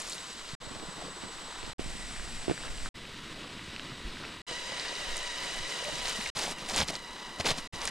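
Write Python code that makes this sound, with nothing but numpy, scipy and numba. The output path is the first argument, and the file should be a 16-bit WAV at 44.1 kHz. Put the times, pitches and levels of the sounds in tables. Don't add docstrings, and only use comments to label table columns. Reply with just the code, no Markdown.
import sys
import numpy as np
from scipy import signal
from scipy.fft import rfft, irfft, next_fast_len
from scipy.io import wavfile
from scipy.ndimage import uniform_filter1d
from numba import njit

SR = 44100
rng = np.random.default_rng(int(sys.argv[2]) if len(sys.argv) > 2 else 0)


def dump_mix(stems):
    frames = np.atleast_2d(stems).T
    limited = np.clip(frames, -1, 1)
    pcm = np.round(limited * 32767).astype(np.int16)
    wavfile.write(sys.argv[1], SR, pcm)


def attenuation_scalar(level_db):
    decades = np.asarray(level_db, float) / 20
    return 10 ** decades


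N = 348390

# (start [s], end [s], cicada level [dB])
TAKES = [
    (-.05, 0.5514, -54.5),
    (0.6015, 1.7333, -55.5),
    (1.783, 2.8898, -55),
    (2.9425, 4.418, -54),
    (4.4665, 6.3014, -42),
    (6.3503, 7.6747, -48.5),
    (7.7245, 7.95, -47),
]
# (film rustle [dB], crisp crackle [dB], simmer [dB], air on the ports [dB])
REST = [(-52.5, -52.5, -55.5, -60.5), (-63, -61, -49, -54.5), (-48.5, -55, -72, -57),
        (-59, -59, -55.5, -56.5), (-57, -48.5, -58, -55.5), (-49.5, -52, -51, -56), (-44.5, -46, -56, -57)]


def unit(x):
    return x / np.sqrt(np.mean(x ** 2))


def colour(x, points):
    hz, db = np.transpose(points)
    size = next_fast_len(N, True)
    axis = np.arange(size // 2 + 1) * SR / size + 1e-3
    gain = attenuation_scalar(np.interp(np.log(axis), np.log(hz), db))
    return unit(irfft(rfft(x, size) * gain, size)[:N])


def walk(rate):
    k = int(SR / rate)
    held = np.repeat(rng.standard_normal(N // k + 1), k)
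    return 1.3 * uniform_filter1d(uniform_filter1d(held, k), k)[:N]


def twin(x):
    return np.array([x, np.roll(x, N // 3)])


@njit
def ring(start, hz, cycles, size, rise):
    out = np.zeros(N)
    for k in range(len(start)):
        turn = np.exp((2j * np.pi - np.log(10) / cycles[k]) * hz[k] / SR)
        z, held = size[k] + 0j, 1.
        slower = np.exp(-hz[k] / SR / rise)
        last = min(N, int(start[k] + 2.5 * cycles[k] * SR / hz[k]))
        for i in range(max(0, int(start[k])), last):
            out[i] += z.imag * (1 - held)
            z *= turn
            held *= slower
    return out


def grains(lo_hz, hi_hz, cycles, scatter_db, count):
    when, pitch, length, size = rng.random((count, 4)).T
    hz = lo_hz * (hi_hz / lo_hz) ** pitch
    loudness = attenuation_scalar(-scatter_db * np.log(1.01 - size))
    return unit(ring(when * N, hz, cycles * (.5 + length), loudness, .4))


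def struck(table, spread_s, count, rise, octaves=1.46, fade_db=12):
    s, db, hz, cycles = np.repeat(np.transpose(table), count, axis=1)
    follows = np.arange(len(s)) % count > 0
    late, pitch = rng.random((len(s), 2)).T * follows
    start = (s + spread_s * late - rise / hz) * SR
    pitches = hz * 2 ** (octaves * (pitch - .5) * (late > 0))
    return ring(start, pitches, np.clip(cycles, 1, 40), attenuation_scalar(db - fade_db * np.sqrt(late)), max(rise, .01))


def ports(x, other, share, lead, pan_db, band_hz=(5, 5000)):
    share = np.clip(share, 0, .9)
    shift = np.real(signal.hilbert(x, next_fast_len(N))[:N] * (np.exp(1j * lead) - 1))
    right = x + signal.filtfilt(*signal.butter(1, band_hz, "band", fs=SR), shift)
    both = np.sqrt(1 - share ** 2) * np.array([x, right]) + share * np.array([other, -other])
    return both * attenuation_scalar(np.array([pan_db, -pan_db]) / 2)


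def effort(t, moves, rise_db_s, fall_db_s):
    coarse = t[::44]
    power = np.zeros(len(coarse))
    for s, hold, db in np.transpose(moves):
        before = np.maximum(s - coarse, 0)
        after = np.maximum(coarse - s - hold, 0)
        power += attenuation_scalar(2 * (db - rise_db_s * before - fall_db_s * after))
    return np.interp(t, coarse, power)


def port_noise():
    tone = [(6000, -36), (11000, 3), (12300, 10), (12900, -15), (14800, -3), (15800, -40)]
    left_db, right_db = -72, -81
    return [attenuation_scalar(db) * colour(rng.standard_normal(N), tone) for db in (left_db, right_db)]


def burner(take):
    # (frequency [Hz], level per Hz [dB])
    places = [
        [(59, -40), (100, -9), (228, -4.5), (861, -5.5), (977, 0), (2930, -6), (3770, -1.5), (6260, -10.5),
         (7730, -7.5), (15500, -49)],
        [(59, -33), (100, -8), (258, -22), (1020, 2), (2580, -7), (3770, -3.5), (6530, -12.5), (7730, -9),
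         (12300, -32.5), (15500, -53.5)],
        [(59, -28), (100, -1.5), (228, -1), (420, -8.5), (843, -8.5), (2000, -7), (5630, -11.5), (6530, -16.5),
         (7890, -8), (15500, -48.5)],
        [(59, -5), (100, 0.5), (313, -1), (758, -21), (977, -8.5), (3850, -9), (6260, -21), (8230, -22.5),
         (14200, -40), (15500, -58)],
        [(59, -44), (100, -23), (564, -1), (843, -12.5), (977, -6), (1160, -4.5), (1960, -3.5), (3930, -5.5),
         (8770, -11.5), (15500, -70)],
        [(59, -41), (100, -10), (214, 0.5), (712, -4.5), (977, 5), (1430, -3.5), (1920, -3.5), (3850, -7.5),
         (8770, -19), (15500, -59)],
    ]
    hiss_db = [-44, -45, -43.5, -45.5, -42, -48, -43]
    jet = rng.standard_normal(N) * attenuation_scalar(0.87 * walk(25) + 1.0 * walk(150))
    hiss = np.choose(np.minimum(take, 5), [twin(colour(jet, points)) for points in places])
    return hiss * attenuation_scalar(hiss_db)[take]


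def cicadas(take):
    # (multiple of the note, level [dB])
    overtones = [(1, -1.5), (2, 2.5), (3, 2), (4, 2), (5, -3.5), (6, -12)]
    note_hz, spread = 977.6, .03
    hz = [note_hz * (1 + spread * walk(60)) for _ in range(6)]
    phase = np.array([np.cumsum(f) * 2 * np.pi / SR for f in hz], np.float32) % (2 * np.pi)
    buzz = sum(attenuation_scalar(db) * np.cos(round(m) * phase).sum(axis=0) for m, db in overtones)
    song = unit(buzz * attenuation_scalar(0.81 * walk(70)))
    return twin(song) * attenuation_scalar(np.array(TAKES)[take, 2])


def cricket(t):
    # (time [s], level [dB])
    loudness = [(0, -78), (.2, -55), (.34, -54), (.37, -54), (.5, -58), (.6, -57), (1.19, -53),
                (1.73, -58.5), (1.79, -60), (2.44, -55), (2.89, -58), (2.95, -70), (3.5, -64.5),
                (4.42, -67), (4.47, -83), (6.35, -63), (7.0, -77)]
    # (middle [s], half length [s])
    rests = [(.257, .011), (.352, .013), (.432, .01), (0.5, 0.0075), (4.05, .03)]
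    # (start [s], end [s],
    # frequency [Hz], level [dB])
    far_notes = [(.62, 1.3, 3800, -67), (1.3, 1.74, 3770, -60), (2.5, 2.9, 4600, -64),
                 (4.74, 5.46, 3826, -55), (4.6, 6.2, 3046, -60), (5.6, 5.82, 3614, -60),
                 (5.55, 5.7, 3815, -61), (5.845, 5.905, 600, -42), (1.97, 2.06, 1975, -56),
                 (2.2, 2.5, 4550, -63), (.62, 1.74, 4090, -67), (2.96, 4.41, 3800, -66)]
    note_hz, rest_db, rest_edge_s = 7958, -18, .004
    resting = sum(np.clip((half - np.abs(t - s)) / rest_edge_s, 0, 1) for s, half in rests)
    flutter = attenuation_scalar(np.interp(t, *np.transpose(loudness)) + rest_db * resting + 1.9 * walk(90))
    out = flutter * np.sin(np.cumsum(note_hz + 9.6 * walk(60)) * 2 * np.pi / SR)
    for start, end, hz, db in far_notes:
        held = np.clip(np.minimum(t - start, end - t) / 0.0079, 0, 1)
        level = held * attenuation_scalar(db + 3.5 * walk(30))
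        out = out + level * np.sin(np.cumsum(hz + 4.7 * walk(13)) * 2 * np.pi / SR)
    return np.sqrt(2) * out


def air(t, take):
    # (start [s], hold [s], level [dB])
    gusts = [(0.53, .03, -46), (.69, .02, -58), (1.65, .08, -61), (1.803, 0.3, -44), (2.208, 0.16, -39),
             (2.62, 0.26, -42), (3.55, 0.084, -60), (3.89, 0.026, -58), (4.07, .02, -43), (5.086, .05, -46),
             (5.605, 0.018, -44), (5.887, 0.41, -49.5), (6.494, .03, -49), (6.767, 0.019, -40),
             (7.395, 0.037, -54), (7.47, .04, -42), (7.56, 0.11, -51), (7.73, .17, -50)]
    tone = [(4, -7.5), (12, 0.5), (28, -11.0), (55, -12.5), (80, -21.0), (200, -66)]
    rumble = colour(rng.standard_normal(N), tone) * attenuation_scalar(2 * walk(13))
    power = effort(t, np.transpose(gusts), rise_db_s=182, fall_db_s=160)
    gain = np.sqrt(power + attenuation_scalar(2 * np.array(REST)[take, 3]))
    return twin(rumble) * gain * attenuation_scalar(1.5)


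def knocks():
    # (time [s], peak level [dB], frequency [Hz], length [cycles])
    hits = [(.534, -29.5, 150, 2.1), (1.795, -11.5, 315, 0.67), (1.953, -29, 232, 1.4),
            (2.4815, -15.5, 360, 2.8), (2.4977, -16, 366, 2.6), (2.4972, -15.5, 754, 2.5),
            (2.512, -13, 380, 2.1), (2.518, -17, 306, 1.3), (3.381, -33, 520, 2), (4.052, -27.5, 43, 1.9),
            (4.513, -21, 514, 1.1), (4.519, -31, 566, 1.8), (4.695, -30, 520, 3.2), (4.7215, -30, 600, 2.5),
            (4.927, -28, 590, 2.6), (5.825, -29.5, 523, 5.6), (5.866, -33, 547, 6), (5.884, -25, 625, 4.7),
            (5.897, -34, 694, 4.6), (6.188, -30, 216, 4.4), (6.398, -28, 780, 3), (6.479, -21.5, 725, 2.4),
            (6.8, -28, 71, 2.6), (7.3805, -33, 260, 1.3), (7.4, -31, 85, 2.4), (7.4003, -22.5, 680, 3.7),
            (7.46, -23, 610, 3), (7.736, -29, 161, 2.8)]
    # (time [s], peak level [dB])
    bumps = [(.672, -38), (.713, -39), (1.239, -41), (1.633, -39), (1.692, -40), (1.861, -31), (1.915, -43),
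             (2.495, -24), (2.707, -40), (2.854, -46), (3.374, -45), (3.516, -46), (3.651, -43),
             (3.919, -32), (6.365, -35), (6.829, -27.5), (6.889, -38), (7.514, -27.5), (7.738, -28.5)]
    return struck(hits + [(s, db, 125, 1.8) for s, db in bumps], spread_s=.004, count=1, rise=.15)


def creaks():
    # (time [s], peak level [dB])
    slips = [(.632, -36), (0.668, -33), (0.709, -33), (0.761, -35), (0.828, -31), (0.985, -38), (.885, -33),
             (1.235, -28.5), (1.631, -30.5), (1.676, -33), (1.86, -36), (4.056, -44), (5.6, -38),
             (5.861, -41), (5.926, -30)]
    rings = struck([(s, db, 280, 1.5) for s, db in slips],
                   spread_s=0.0155, count=3, rise=0.11, octaves=3.1, fade_db=3.0)
    return rings * np.array([[-.2], [1.5]])


def handling(t, take):
    # (start [s], hold [s], rustle [dB], crackle above it [dB], weight above it [dB])
    cooking = [(0, 0.024, -39.5, -1, -13), (.09, 0.061, -47.5, 7.5, -8), (.3, .02, -56, 6, -22),
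               (.65, 0.26, -57, -8, 10), (1.03, 0.018, -46.5, -9, 6), (1.23, 0.035, -54, -9, 6),
               (1.35, 0.046, -47, -8, -18), (1.63, 0.12, -45, -10, -9), (1.79, 0.011, -46, -11, 5),
               (1.9, 0.025, -48.5, -4, 2.5), (2.25, 0.046, -56, -6, -1), (2.66, 0.013, -41.5, -17, -5),
               (2.85, 0.036, -47, -4, -13), (2.95, 0.12, -52.5, -14, -1), (3.33, 0.23, -50.5, -17, -3),
               (3.74, 0.12, -46.5, -14, -14), (3.89, 0.0092, -44.5, -18, 0), (4.07, 0.11, -46.5, -11, -20),
               (4.23, 0.03, -42.5, -26, -4)]
    # (start [s], hold [s], rustle [dB], crackle above it [dB], weight above it [dB])
    digging = [(4.51, 0.081, -42.5, -17, -8), (4.707, 0.19, -39.5, -22, -6.5),
               (4.972, 0.22, -38.5, -8, -9.5), (5.386, 0.2, -39, -6.5, -8), (5.715, 0.29, -38.5, -4, -9),
               (6.059, 0.045, -33.5, -4, -13), (6.153, 0.11, -39.5, -1, -8)]
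    # (start [s], hold [s], rustle [dB], crackle above it [dB], weight above it [dB])
    jerks = [(2.48, 0.042, -41.5, -17, 7), (6.35, 0.096, -32, -3, -12), (6.44, 0.085, -35.5, -2.5, -7),
             (6.58, 0.14, -42, -5.5, -5), (6.69, 0.032, -35.5, 0, -7), (6.738, 0.094, -29, -5, -8.5),
             (6.775, 0.033, -28.5, -2, -10), (6.88, .025, -34, -1, -2.5), (6.934, 0.03, -38, -4, -5.5),
             (7.402, 0.0076, -31, -4.5, -4), (7.43, 0.022, -50, -8, -4), (7.447, .008, -38, -8, -2),
             (7.459, 0.01, -25.5, -4.5, -4), (7.475, 0.041, -26, -4.5, -7.5), (7.52, 0.056, -39.5, -10, -9),
             (7.576, 0.017, -36, -3, -5), (7.6, 0.094, -47, -6, -15), (7.75, 0.015, -45.5, -10, 3),
             (7.818, 0.039, -34.5, -5, -15), (7.875, 0.0097, -32.5, -3, -24)]
    power = attenuation_scalar(2 * np.array(REST)[take, :3]).T
    for table, rise_db_s, fall_db_s in [(cooking + digging, 144, 173), (jerks, 1100, 1100)]:
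        s, hold, db, crackle_db, weight_db = np.transpose(table)
        for row, extra_db in enumerate((0, crackle_db, weight_db)):
            power[row] += effort(t, (s, hold, db + extra_db), rise_db_s, fall_db_s)
    return np.sqrt(power)


def simmer_and_thuds(weight):
    tone = [(45, -42), (85, -30.0), (140, -4.5), (300, 0.0), (500, 4.0), (800, 4.5), (2000, -39.0)]
    thud = colour(grains(81.0, 791.0, cycles=2.55, scatter_db=1.5, count=4000), tone)
    return twin(thud) * weight * attenuation_scalar(-4.0)


def taps():
    # (time [s], peak level [dB], frequency [Hz])
    strikes = [(0.738, -42, 910), (0.7979, -25, 3490), (0.9413, -34, 1210), (1.5611, -33, 1120),
               (1.6565, -31, 3700), (1.794, -28, 2450), (1.7999, -28, 3270), (2.163, -29, 1720),
               (2.1972, -25.5, 1550), (2.2761, -30, 1440), (2.429, -29, 4200), (2.4969, -22, 2540),
               (2.5112, -24, 2110), (2.5187, -25, 1510), (2.578, -24, 1720), (2.636, -27, 1550),
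               (2.6497, -30, 1380), (2.652, -33, 1250), (2.6805, -26, 1880), (2.7834, -25, 3100),
               (2.8598, -22.5, 1400), (2.8692, -29, 1380), (3.054, -27, 2540), (3.442, -34, 1130),
               (3.4473, -30, 1210), (3.594, -32, 2150), (3.7632, -21, 2500), (3.7962, -19, 3000),
               (3.918, -30, 1250), (4.0455, -39, 1590), (4.0746, -37, 3120), (4.171, -26.5, 1680),
               (4.226, -30, 1500), (4.2393, -26, 1290), (4.2917, -30, 2450),
               (1.238, -28, 2200), (1.63, -27, 2500), (2.4815, -28, 2600), (2.494, -28, 1600),
              (3.7625, -26, 3800), (3.7967, -29, 1490), (4.245, -29, 2300), (4.251, -25, 2000),
              (4.72, -23, 3480)]
    rings = struck([(*tick, 1.9) for tick in strikes], spread_s=0.0011, count=2, rise=0.41, fade_db=22)
    return rings * attenuation_scalar(5)


def plastic_film(rustle, crackle):
    rustle_tone = [(300, -5.5), (800, -3.0), (1400, -1.0), (3800, 8.5), (4900, 7.0), (5500, 8),
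                   (9000, -28), (16000, -40)]
    crackle_tone = [(2500, -3.0), (5000, -3.0), (9000, -2.5), (11000, -9.5), (13000, -6.0),
                    (15000, -12), (16000, -50)]
    burst = attenuation_scalar(1.09 * walk(170))
    film = colour(grains(569.0, 5600.0, cycles=1.37, scatter_db=1.0, count=40000), rustle_tone)
    crisp = colour(grains(4550.0, 13100.0, cycles=2.2, scatter_db=3.8, count=40000), crackle_tone)
    return burst * (twin(film) * rustle + twin(crisp) * crackle) * attenuation_scalar(-4.5)


def packet():
    # (time [s], peak level [dB], frequency [Hz])
    stiff = [(.009, -27, 6860), (0.018, -22, 7500), (.023, -27, 7350), (.056, -39, 5500), (.076, -29, 7500),
             (.0975, -20, 7900), (.1045, -36, 2420), (.1135, -29, 4200), (.12, -23, 4000),
             (.124, -23, 7000), (0.128, -31, 3960), (0.132, -23, 4300), (.145, -33, 5000),
             (.157, -31, 7500), (.182, -30, 3500)]
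    rings = struck([(*tick, 4.5) for tick in stiff], spread_s=0.0025, count=2, rise=1.0, octaves=0.3)
    return rings * attenuation_scalar(5.0)


def bags():
    # (time [s], peak level [dB], frequency [Hz])
    snaps = [(4.5306, -29, 2970), (4.575, -30, 1930), (4.7216, -28, 900), (4.78, -25, 2070),
             (4.7977, -15, 4610), (4.851, -25, 1720), (4.8804, -22, 1950), (4.8833, -19, 4780),
             (4.8876, -19, 4820), (4.9539, -19, 4480), (5.1447, -30, 3620), (5.148, -23, 4390),
             (5.1595, -24, 2240), (5.1693, -12.5, 8240), (5.1788, -16, 6680), (5.1895, -24, 8500),
             (5.2037, -25, 3320), (5.2281, -26, 4310), (5.2305, -26, 8300), (5.3087, -23, 4090),
             (5.3614, -31, 4010), (5.37, -28, 1930), (5.3844, -22, 4520), (5.3899, -36, 2410),
             (5.4481, -23, 4480), (5.538, -26, 1680), (5.551, -27, 1640), (5.6118, -27, 3960),
             (5.652, -24, 2240), (5.6668, -26, 2330), (5.7218, -32, 2130), (5.8504, -21, 2560),
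             (5.9, -28, 900), (5.9553, -18, 6240), (6.0144, -22, 3010), (6.0565, -15, 4220),
             (6.072, -19, 7000), (6.074, -19, 2020), (6.0859, -15, 6720), (6.0955, -18, 7140),
             (6.0975, -16, 7000), (6.158, -21, 2890), (6.2086, -25, 4260), (6.212, -24, 2450),
             (6.2605, -17, 2330), (6.2646, -18, 2120), (6.2896, -21, 7020)]
    # (time [s], peak level [dB], frequency [Hz])
    creases = [(6.3667, -24, 4180), (6.3697, -20, 4910), (6.3722, -15, 4310), (6.3904, -16, 5340),
               (6.4033, -22, 3960), (6.4148, -15, 4650), (6.422, -18, 5430), (6.4565, -18, 6000),
               (6.4673, -24, 3790), (6.4871, -28, 900), (6.5144, -27, 4220), (6.519, -39, 1730),
               (6.5249, -32, 3010), (6.6106, -28, 4820), (6.626, -32, 1220), (6.6903, -26, 2410),
               (6.6949, -23, 5000), (6.701, -27, 2220), (6.7425, -22, 5040), (6.7459, -15, 4260),
               (6.75, -18, 7320), (6.755, -16, 3920), (6.7591, -22.5, 890), (6.7623, -7.5, 7360),
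               (6.7734, -17, 4480), (6.7799, -26, 2800), (6.7847, -16, 4690), (6.8143, -14, 3570),
               (6.8196, -20, 860), (6.8233, -23, 3030), (6.8259, -18, 5000), (6.835, -18, 3140),
               (6.8853, -13.5, 4310), (6.8884, -30, 900), (6.8915, -21, 2410), (6.8805, -22, 8000),
               (6.8935, -18, 4300), (6.902, -24, 4650), (6.9225, -27, 6500), (6.942, -24, 7300),
               (6.9546, -14, 4600), (6.9634, -24, 7800), (6.992, -31, 7000),
               (7.163, -29, 3190), (7.166, -36, 1340), (7.2501, -28, 3700), (7.3995, -19, 5340),
             (7.4054, -24, 3830), (7.408, -20, 2330), (7.445, -35, 950), (7.448, -20, 2110),
             (7.4554, -24, 4310), (7.46, -18, 3300), (7.4632, -21, 890), (7.4653, -20, 1610),
             (7.4689, -17, 3880), (7.4722, -17, 2270), (7.4875, -18, 4050), (7.4946, -22, 4180),
             (7.5055, -11.5, 3730), (7.5156, -28, 4690), (7.5816, -20, 5000), (7.587, -30, 4130),
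             (7.5975, -30, 1590), (7.7599, -24, 5380), (7.8139, -28, 4220), (7.8177, -18, 5810),
             (7.8278, -29, 1640), (7.85, -26, 1350), (7.8541, -11, 7900), (7.8754, -9.5, 6070),
             (7.8786, -19, 1770), (7.8907, -23, 4950)]
    rings = struck([(*tick, 3.2) for tick in snaps + creases],
                   spread_s=0.0019, count=2, rise=0.87, octaves=0.78, fade_db=21)
    return rings * attenuation_scalar(4.0)


def cuts(t, take):
    start, end = np.array(TAKES)[:, :2].T
    fade_in = .1 + (t - start[take]) / 0.02
    stop = (end[take] - t) / 0.00036
    return np.clip(np.minimum(fade_in, stop), 0, 1)


def scene():
    # (unshared share [0-1], phase lead of the right port [rad],
    # low sounds left minus right [dB], phase of low sounds [rad])
    placing = [(0.22, 0.81, -1, 0.36), (0.3, 0.61, 0.5, 0.37), (0.21, 0.74, -2, 0.9), (0.01, .002, 0, .001),
               (0.31, 0.61, -0.5, 0.24), (0.14, 0.58, -0.5, 0.024), (0.18, 0.68, 0, 0.087)]
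    t = np.arange(N) / SR
    take = np.searchsorted(np.array(TAKES)[1:, 0], t)
    share, lead, pan_db, low_lead = np.array(placing)[take].T
    share = share + 0.065 * np.clip((t - 3.9) / 0.16, 0, 1) * (t < 4.44)

    rustle, crackle, weight = handling(t, take)
    upper, upper_other = burner(take) + cicadas(take) + plastic_film(rustle, crackle)
    upper = upper + cricket(t) + taps() + packet() + bags()
    high_pass = signal.butter(8, 10600, "high", fs=SR, output="sos")
    low_pass = signal.butter(8, 10400, fs=SR, output="sos")
    top = signal.sosfilt(high_pass, [upper, upper_other]) * attenuation_scalar([[-5.0], [-6.5]])
    placed = ports(upper, upper_other, share, lead, 0 * t, band_hz=(780, 8700))
    upper = signal.sosfilt(low_pass, placed) + top

    low = ports(*simmer_and_thuds(weight), 0.14 * share, low_lead, pan_db)
    low = low + ports(*air(t, take), 1.16 * share, low_lead, pan_db)
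    shaken = ports(knocks(), 0 * t, 0 * t, 2.1 * low_lead, 3.0 * pan_db)
    total = upper + low + shaken + creaks() + port_noise()
    heard = signal.lfilter(*signal.butter(1, 3.0, "high", fs=SR), total)
    heard = signal.sosfilt(signal.ellip(8, .2, 60, 15700, fs=SR, output="sos"), heard)
    return heard * cuts(t, take)


def top_cut(x):
    return signal.sosfilt(signal.butter(12, 15750, fs=SR, output="sos"), x)


def record(dry):
    return top_cut(dry)


dry = scene()
out = record(dry)
dump_mix(out)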